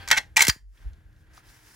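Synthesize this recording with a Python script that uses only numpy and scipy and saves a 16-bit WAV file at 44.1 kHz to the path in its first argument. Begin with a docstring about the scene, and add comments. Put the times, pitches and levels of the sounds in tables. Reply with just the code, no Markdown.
"""A heavy steel shotgun is picked up from a padded workbench, close to the microphone, in a small room.
At first it rings faintly from an earlier touch. Its parts clack near 0.11 s and again near 0.4 s,
each time in a quick run of metal contacts that scrape, clank and ring the steel. The second run ends
in a dull thump through the bench at 0.48 s. Then the bench booms softly as the weight shifts,
and hands rub and tick on the gun over a faint hiss, rumble and hum."""
import sys
import numpy as np
from scipy import signal
from scipy.fft import rfft, irfft
from scipy.io import wavfile

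SR = 44100
rng = np.random.default_rng(int(sys.argv[2]) if len(sys.argv) > 2 else 0)


def output_pcm(signal):
    """Save a mono or channel-first signal as 16-bit PCM at the path in sys.argv[1].

    Samples are clipped to [-1, 1] before scaling.
    """
    pcm = np.clip(np.atleast_2d(signal).T, -1, 1) * 32767
    wavfile.write(sys.argv[1], SR, np.round(pcm).astype(np.int16))


N = 77175
T = np.arange(N) / SR
FREQS = np.maximum(np.arange(N + 1) * SR / (2 * N), 1)
ATTACK_S = 0.00017

# steel-on-steel noise spectrum: freq_hz, gain_db
STEEL_SPECTRUM = [(100, -20.5), (350, -13), (600, -7), (900, -1.5), (1200, -1.5), (2000, 6.5), (2900, 0.5),
                  (5000, 1), (7500, -1.5), (9000, -3.5), (12000, -13.5), (13600, -11.5), (15200, -6),
                  (16000, -17)]


def undb(db):
    """Decibels to gain."""
    return 10 ** (np.asarray(db) / 20)


def over_hz(points, hz=FREQS):
    """Interpolate (freq_hz, value) rows on a log axis."""
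    table = np.array(points, float)
    return np.interp(np.log(hz), np.log(table[:, 0]), table[:, 1])


def envelope(points, column):
    """Gain over time from (time_s, level_db, ...) rows."""
    table = np.array(points, float)
    return undb(np.interp(T, table[:, 0], table[:, column]))


def burst(start_s, rise_s, hold_s, fall_s):
    """Attack, hold, exponential release."""
    age_s = np.maximum(T - start_s, 0)
    return (1 - np.exp(-age_s / rise_s)) * np.exp(-np.maximum(age_s - hold_s, 0) / fall_s)


def resonance(hz, width_hz):
    """Squared magnitude of one resonance."""
    return 1 / (1 + ((FREQS / hz - hz / FREQS) * hz / width_hz) ** 2)


def lowpass(cutoff_hz):
    """Fourth-order low-pass gain."""
    return 1 / (1 + (FREQS / cutoff_hz) ** 4)


def shape(x, gain):
    """Filter by a gain per frequency."""
    return irfft(rfft(x, 2 * N) * gain)[..., :N]


def convolve(x, response):
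    """Filter by an impulse response."""
    return shape(x, rfft(response, 2 * N))


def noise(gain):
    """Coloured noise, rms 1."""
    x = shape(rng.standard_normal(N), gain)
    return x / x.std()


def stereo_noise(gain, side):
    """Coloured mid noise plus a share of side noise."""
    return noise(gain) + side * noise(gain) * np.array([[1], [-1]])


def rumble():
    """Low noise that sinks after the thump and returns."""
    # freq_hz, gain_db
    spectrum = [(20, -23), (40, -0.5), (68, -2), (100, -2.5), (160, -14), (300, -27), (600, -29.5),
                (1500, -48)]
    # time_s, level_db
    levels = [(0, -50.5), (.4, -53.5), (.56, -63.5), (.7, -71.5), (.85, -50), (1.0, -55), (1.2, -55),
              (1.75, -60)]
    return noise(undb(over_hz(spectrum))) * envelope(levels, column=1)


def hum_and_whine():
    """Faint tone and narrow noise band; both dip after the thump."""
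    hum_hz, dip_db, dip_at_s, dip_half_width_s = 312, -30, .66, .11
    hum = undb(-72) * np.sin(2 * np.pi * hum_hz * T)
    whine = undb(-74) * stereo_noise(resonance(hz=1580, width_hz=300), side=.4)
    return (hum + whine) * undb(dip_db * np.exp(-((T - dip_at_s) / dip_half_width_s) ** 2))


def rubbing():
    """Hands rub unevenly on the gun: midrange friction noise and hiss."""
    # freq_hz, gain_db
    rub_spectrum = [(40, -24), (150, -6.5), (320, -1.5), (550, -6.5), (850, -3.5), (1200, -4.5),
                    (1680, 2.5), (2400, -4.5), (3300, -7.5), (4500, -13.5), (7000, -31.5)]
    # freq_hz, gain_db
    hiss_spectrum = [(2000, -24), (3800, -6), (5200, 3.5), (7000, -1.5), (9000, 0), (12000, -4),
                     (15000, -3)]
    # time_s, rub_db, hiss_db
    levels = [(0, -46.5, -59.5), (.065, -53, -63.5), (.27, -65.5, -82.5), (.34, -72.5, -84.5),
              (.6, -84.5, -88), (.68, -88, -84), (.78, -65, -69), (.83, -61.5, -69.5), (.92, -68, -81),
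              (1.08, -74.5, -90), (1.2, -73, -75.5), (1.29, -68.5, -83.5), (1.37, -59, -58.5),
              (1.425, -64, -71.5), (1.49, -59.5, -59.5), (1.61, -62.5, -64), (1.69, -59.5, -58),
              (1.75, -62, -58.5)]
    rub = stereo_noise(undb(over_hz(rub_spectrum)), side=.4) * envelope(levels, column=1)
    hiss = stereo_noise(undb(over_hz(hiss_spectrum)), side=.55) * envelope(levels, column=2)
    grip_db = 0.96 * noise(lowpass(cutoff_hz=35))
    return (rub + hiss) * undb(grip_db)


def handling_ticks():
    """Fingers and loose parts touch lightly: band-filtered noise bursts."""
    # start_s, level_db, centre_hz, decay_s
    touches = [(0.774, -57.5, 2580, 0.0051), (0.933, -56.5, 4994, 0.0028), (1.128, -63.5, 4500, .002),
               (1.164, -65.5, 3970, 0.0022), (1.335, -60.5, 6000, 0.0055), (1.348, -55, 7920, 0.0048),
               (1.372, -52.5, 4350, 0.012), (1.377, -39.5, 1130, 0.0023), (1.404, -57, 1400, 0.0032),
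               (1.486, -58, 4500, 0.0099)]
    out = np.zeros(N)
    for start_s, level_db, centre_hz, decay_s in touches:
        band = resonance(centre_hz, width_hz=.9 * centre_hz)
        tick = noise(band) * burst(start_s, ATTACK_S, 0, decay_s)
        out += undb(level_db) * shape(tick, np.sqrt(band))
    return out


def fading_ring():
    """The gun rings out from an earlier touch."""
    # centre_hz, width_hz, gain_db
    peaks = [(790, 14, 4), (1570, 84, -1), (2460, 220, -12), (3300, 36, -4.5), (4230, 99, -18.5),
             (4580, 120, -7)]
    decay_s = .065
    spectrum = sum(undb(gain_db) * resonance(hz, width_hz) for hz, width_hz, gain_db in peaks)
    return undb(-47.5) * noise(spectrum) * np.exp(-T / decay_s)


def bench_booms():
    """Shifting weight booms the bench: low tones in Gaussian swells."""
    # peak_s, pitch_hz, level_db, half_width_s
    booms = [(.005, 86.2, -40.5, 0.012), (0.323, 62, -43.5, 0.015), (0.677, 48.5, -42, 0.068),
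             (0.832, 45.7, -42.5, 0.031), (.874, 52.8, -27, 0.018), (0.926, 70.3, -39.5, 0.01407),
             (1.077, 46.7, -48, 0.048), (1.32, 68, -49, .02)]
    out = np.zeros(N)
    for peak_s, pitch_hz, level_db, half_width_s in booms:
        swell = np.exp(-((T - peak_s) / half_width_s) ** 2)
        out += undb(level_db) * np.cos(2 * np.pi * pitch_hz * (T - peak_s)) * swell
    return out


def bench_thumps():
    """Highs cross the bench before lows, so each thump falls in pitch."""
    # start_s, level_db
    thumps = [(.482, -19.5), (0.56, -49.5)]
    end_hz, sweep_hz, sweep_s = 41.7, 700, 0.0047
    out = np.zeros(N)
    for start_s, level_db in thumps:
        age_s = np.maximum(T - start_s, 0)
        cycles = end_hz * age_s + sweep_hz * age_s / (1 + age_s / sweep_s)
        pulse = burst(start_s, rise_s=0.00071, hold_s=0.011, fall_s=.013)
        out -= undb(level_db) * np.sin(2 * np.pi * cycles) * pulse
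    return out


def stock_knocks():
    """The wooden stock knocks: dull noise bursts."""
    # start_s, level_db, decay_s
    knocks = [(0.115, -31, 0.016), (0.175, -37, .018)]
    # freq_hz, gain_db
    wood_spectrum = [(60, -19), (140, -7.5), (400, -9.5), (800, -0.5), (1150, -5), (3000, -38)]
    force = sum(undb(db) * burst(start_s, ATTACK_S, 0, decay_s) for start_s, db, decay_s in knocks)
    return noise(undb(over_hz(wood_spectrum))) * force


def steel_slides():
    """Friction noise as steel slides between contacts."""
    # start_s, level_db, length_s
    slides = [(0.077, -41, 0.021), (0.134, -41.5, .018), (0.378, -31.5, .06)]
    force = sum(undb(level_db) * burst(start_s, rise_s=.004, hold_s=length_s, fall_s=0.015)
                for start_s, level_db, length_s in slides)
    return noise(undb(over_hz(STEEL_SPECTRUM))) * force


def clinks():
    """Small parts clink and the barrel sounds a hollow note: narrow noise bands."""
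    # start_s, pitch_hz, level_db, decay_s
    notes = [(0.367, 2900, -14.5, 0.0033), (.377, 874.8, -25, 0.026), (.3928, 7457, -19, 0.0045),
             (.4195, 13650, -19, .007), (.4225, 7323, -18.5, .005), (.482, 4350, -21.5, .005),
             (.482, 6697, -20, .005), (.497, 4850, -14, 0.0044)]
    out = np.zeros(N)
    for start_s, pitch_hz, level_db, decay_s in notes:
        note = noise(resonance(pitch_hz, width_hz=.07 * pitch_hz))
        out += undb(level_db) * note * burst(start_s, ATTACK_S, 0, decay_s)
    return out


def struck_mode(hz, t60_s):
    """Decaying sine, random phase."""
    return np.sin(2 * np.pi * (hz * T + rng.random())) * burst(0, ATTACK_S, 0, t60_s / np.log(1000))


def gun_clacks():
    """Each contact scrapes and clanks for milliseconds; hands damp it and a light ring stays."""
    # levels relative: start_s, crack_db, scrape_s, treble_db, ring_db, clank_hz
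    contacts = [(.0765, -29.5, .002, -1, -32, 1950), (.0858, -29, 0.0012, 5, -29, 1930),
                (0.1032, -23.5, .002, -2.5, -18.5, 1970), (0.1127, -7, 0.0022, -2.5, -8.5, 1825),
                (0.115, -14.5, 0.0046, -5, -12.5, 1960), (.125, -17.5, 0.0056, -13.5, -9, 1900),
                (.131, -24.5, 0.0018, -6, -15.5, 2050), (.139, -38.5, 0.0076, -6.5, -32, 2200),
                (.147, -34, 0.0019, -5.5, -27.5, 2060), (.159, -33.5, 0.0042, -5, -36, 1970),
                (.167, -30.5, .002, -4.5, -17, 2100), (0.1716, -20.5, 0.0079, -3, -22.5, 2192),
                (0.178, -18, 0.0071, -6.5, -18.5, 2055), (0.3618, -30.5, 0.0025, 2.5, -44.5, 2540),
                (0.367, -15.5, .003, 1.5, -7, 2430), (0.37, -15.5, 0.0029, 5.5, -9, 1962),
                (0.3777, -17.5, 0.0021, -1.5, -21.5, 1910), (0.3845, -26, .002, 4, -24.5, 1860),
                (0.392, -19.5, 0.0033, -1, -11, 2000), (0.4008, -26, 0.0025, 1.5, -25.5, 2100),
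                (0.4063, -13.5, .002, 2.5, -3.5, 2181), (.4135, -20, 0.0046, 2.5, -29.5, 2150),
                (0.419, -16.5, 0.0024, 10, -17, 2059), (0.422, -15, 0.003, 8, -14, 2170),
                (0.436, -25.5, 0.0023, -3, -16.5, 2070), (0.442, -25.5, .002, 1, -26, 2100),
                (0.4491, -26.5, .004, 7, -23, 2035), (0.4685, -23.5, 0.0035, 6, -17, 2067),
                (.481, -21, 0.005, 12, -32.5, 1901), (0.4866, -26.5, .003, 0, -29, 2000),
                (0.4936, -16.5, 0.0023, -4, -21.5, 1900), (0.4969, -15, 0.0021, 2.5, -23, 1814)]
    # pitch_hz, first_clack_db, second_clack_db
    modes = [(876, -20.5, -27), (1505, -12.5, -22), (1592.4, -14, -20), (1810, -23.5, -24),
             (1833, -16.5, -26.5), (1932, -14, -13.5), (2145, -20.5, -19), (2073, -22, -23.5),
             (2190, -19, -20), (2317, -20, -24), (2630, -19, -20), (3180, -23, -27), (3360, -21, -26),
             (4206, -22.5, -22), (7910, -30.5, -23.5)]
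    clack_split_s, clank_hold_s = .3, 0.0015
    body_power, treble_power, clank = np.zeros((3, N))
    blows = np.zeros((2, N))  # one row per clack
    for start_s, crack_db, scrape_s, treble_db, ring_db, clank_hz in contacts:
        force = undb(crack_db) * burst(start_s, ATTACK_S, scrape_s, fall_s=0.0022)
        body_power += force ** 2
        treble_power += (force * undb(treble_db)) ** 2
        gate = burst(start_s, ATTACK_S, scrape_s + clank_hold_s, fall_s=0.0004)
        clank += undb(ring_db) * np.sin(2 * np.pi * clank_hz * (T - start_s)) * gate
        blows[int(start_s > clack_split_s), int(start_s * SR)] += undb(ring_db)
    grit = noise(undb(over_hz(STEEL_SPECTRUM)))
    body = shape(grit, lowpass(cutoff_hz=5840))
    crack = body * np.sqrt(body_power) + (grit - body) * np.sqrt(treble_power)
    responses = sum(undb([[first_db], [second_db]]) * struck_mode(hz, t60_s=.11)
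                    for hz, first_db, second_db in modes)
    ring = convolve(blows, responses).sum(axis=0)
    return crack + undb(-3.5) * clank + undb(-2) * ring


def room(x):
    """Direct sound, quick bench reflections, then a short tail whose treble dies first."""
    # freq_hz, gain_db
    tail_spectrum = [(100, -5), (400, 2.5), (750, 8), (1100, -1.5), (1700, 2), (2200, -4), (3000, -2),
                     (5000, -3), (8000, -1.5), (15000, 0)]
    # freq_hz, t60_s
    tail_decay = [(200, .2), (1000, .18), (2000, .19), (5000, .175), (15000, .17)]
    # left-right part of the reflections: freq_hz, gain_db
    side_spectrum = [(100, -25), (750, -9), (1500, 2), (2200, -16.5), (4000, -7.5), (6000, -25),
                     (8500, -12.5), (15000, -15.5)]
    gap_s, early_s = 0.0021, 0.0054
    diffuse = stereo_noise(undb(over_hz(tail_spectrum)), side=.35)
    tail = np.zeros((2, N))
    for octave in range(10):
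        centre_hz = SR / 2 ** (octave + 1)
        band = np.maximum(1 - np.abs(np.log2(FREQS / centre_hz)), 0)
        decay_s = over_hz(tail_decay, centre_hz) / np.log(1000)
        tail += shape(diffuse, band) * burst(gap_s, early_s, 0, decay_s)
    tail /= np.linalg.norm(tail[0])
    early = rng.standard_normal((2, N)) * burst(0, ATTACK_S, 0, early_s)
    early_mid, early_side = early / np.linalg.norm(early, axis=1, keepdims=True)
    side = shape(convolve(x, early_side), undb(over_hz(side_spectrum))) * np.array([[1], [-1]])
    return x + side + convolve(x, undb(-11.5) * early_mid + undb(-19.5) * tail)


def scene():
    """Gun sounds through the room; bench, rubbing and background direct."""
    gun = gun_clacks() + clinks() + steel_slides() + stock_knocks() + fading_ring() + handling_ticks()
    return room(gun) + bench_thumps() + bench_booms() + rubbing() + rumble() + hum_and_whine()


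def record(dry):
    """Two microphone ports differ in phase and level; peaks are rounded, the top is cut."""
    # left over right: freq_hz, lead_rad
    port_phase = [(20, 1), (120, 0.5), (300, .1), (650, 1.12), (1300, -0.9), (2100, -1), (3200, -0.87),
                  (5200, -0.3), (6800, 0.5), (7900, -1.5), (8500, -2.5), (9300, -5.5), (10400, -6.5),
                  (11900, -9.5), (13900, -14), (15700, -15)]
    # left over right: freq_hz, gain_db
    port_balance = [(60, 0), (350, 2.5), (750, 2.5), (1050, 2), (1400, 1), (2200, -0.5), (4000, 0),
                    (15000, -.5)]
    cutoff_hz = 15900
    half = np.array([[.5], [-.5]])
    ports = shape(dry, np.exp(1j * over_hz(port_phase) * half) * undb(over_hz(port_balance) * half))
    top_cut = signal.ellip(10, .2, 90, cutoff_hz, fs=SR, output="sos")
    return signal.sosfilt(top_cut, np.tanh(ports))


dry = scene()
out = record(dry)
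output_pcm(out)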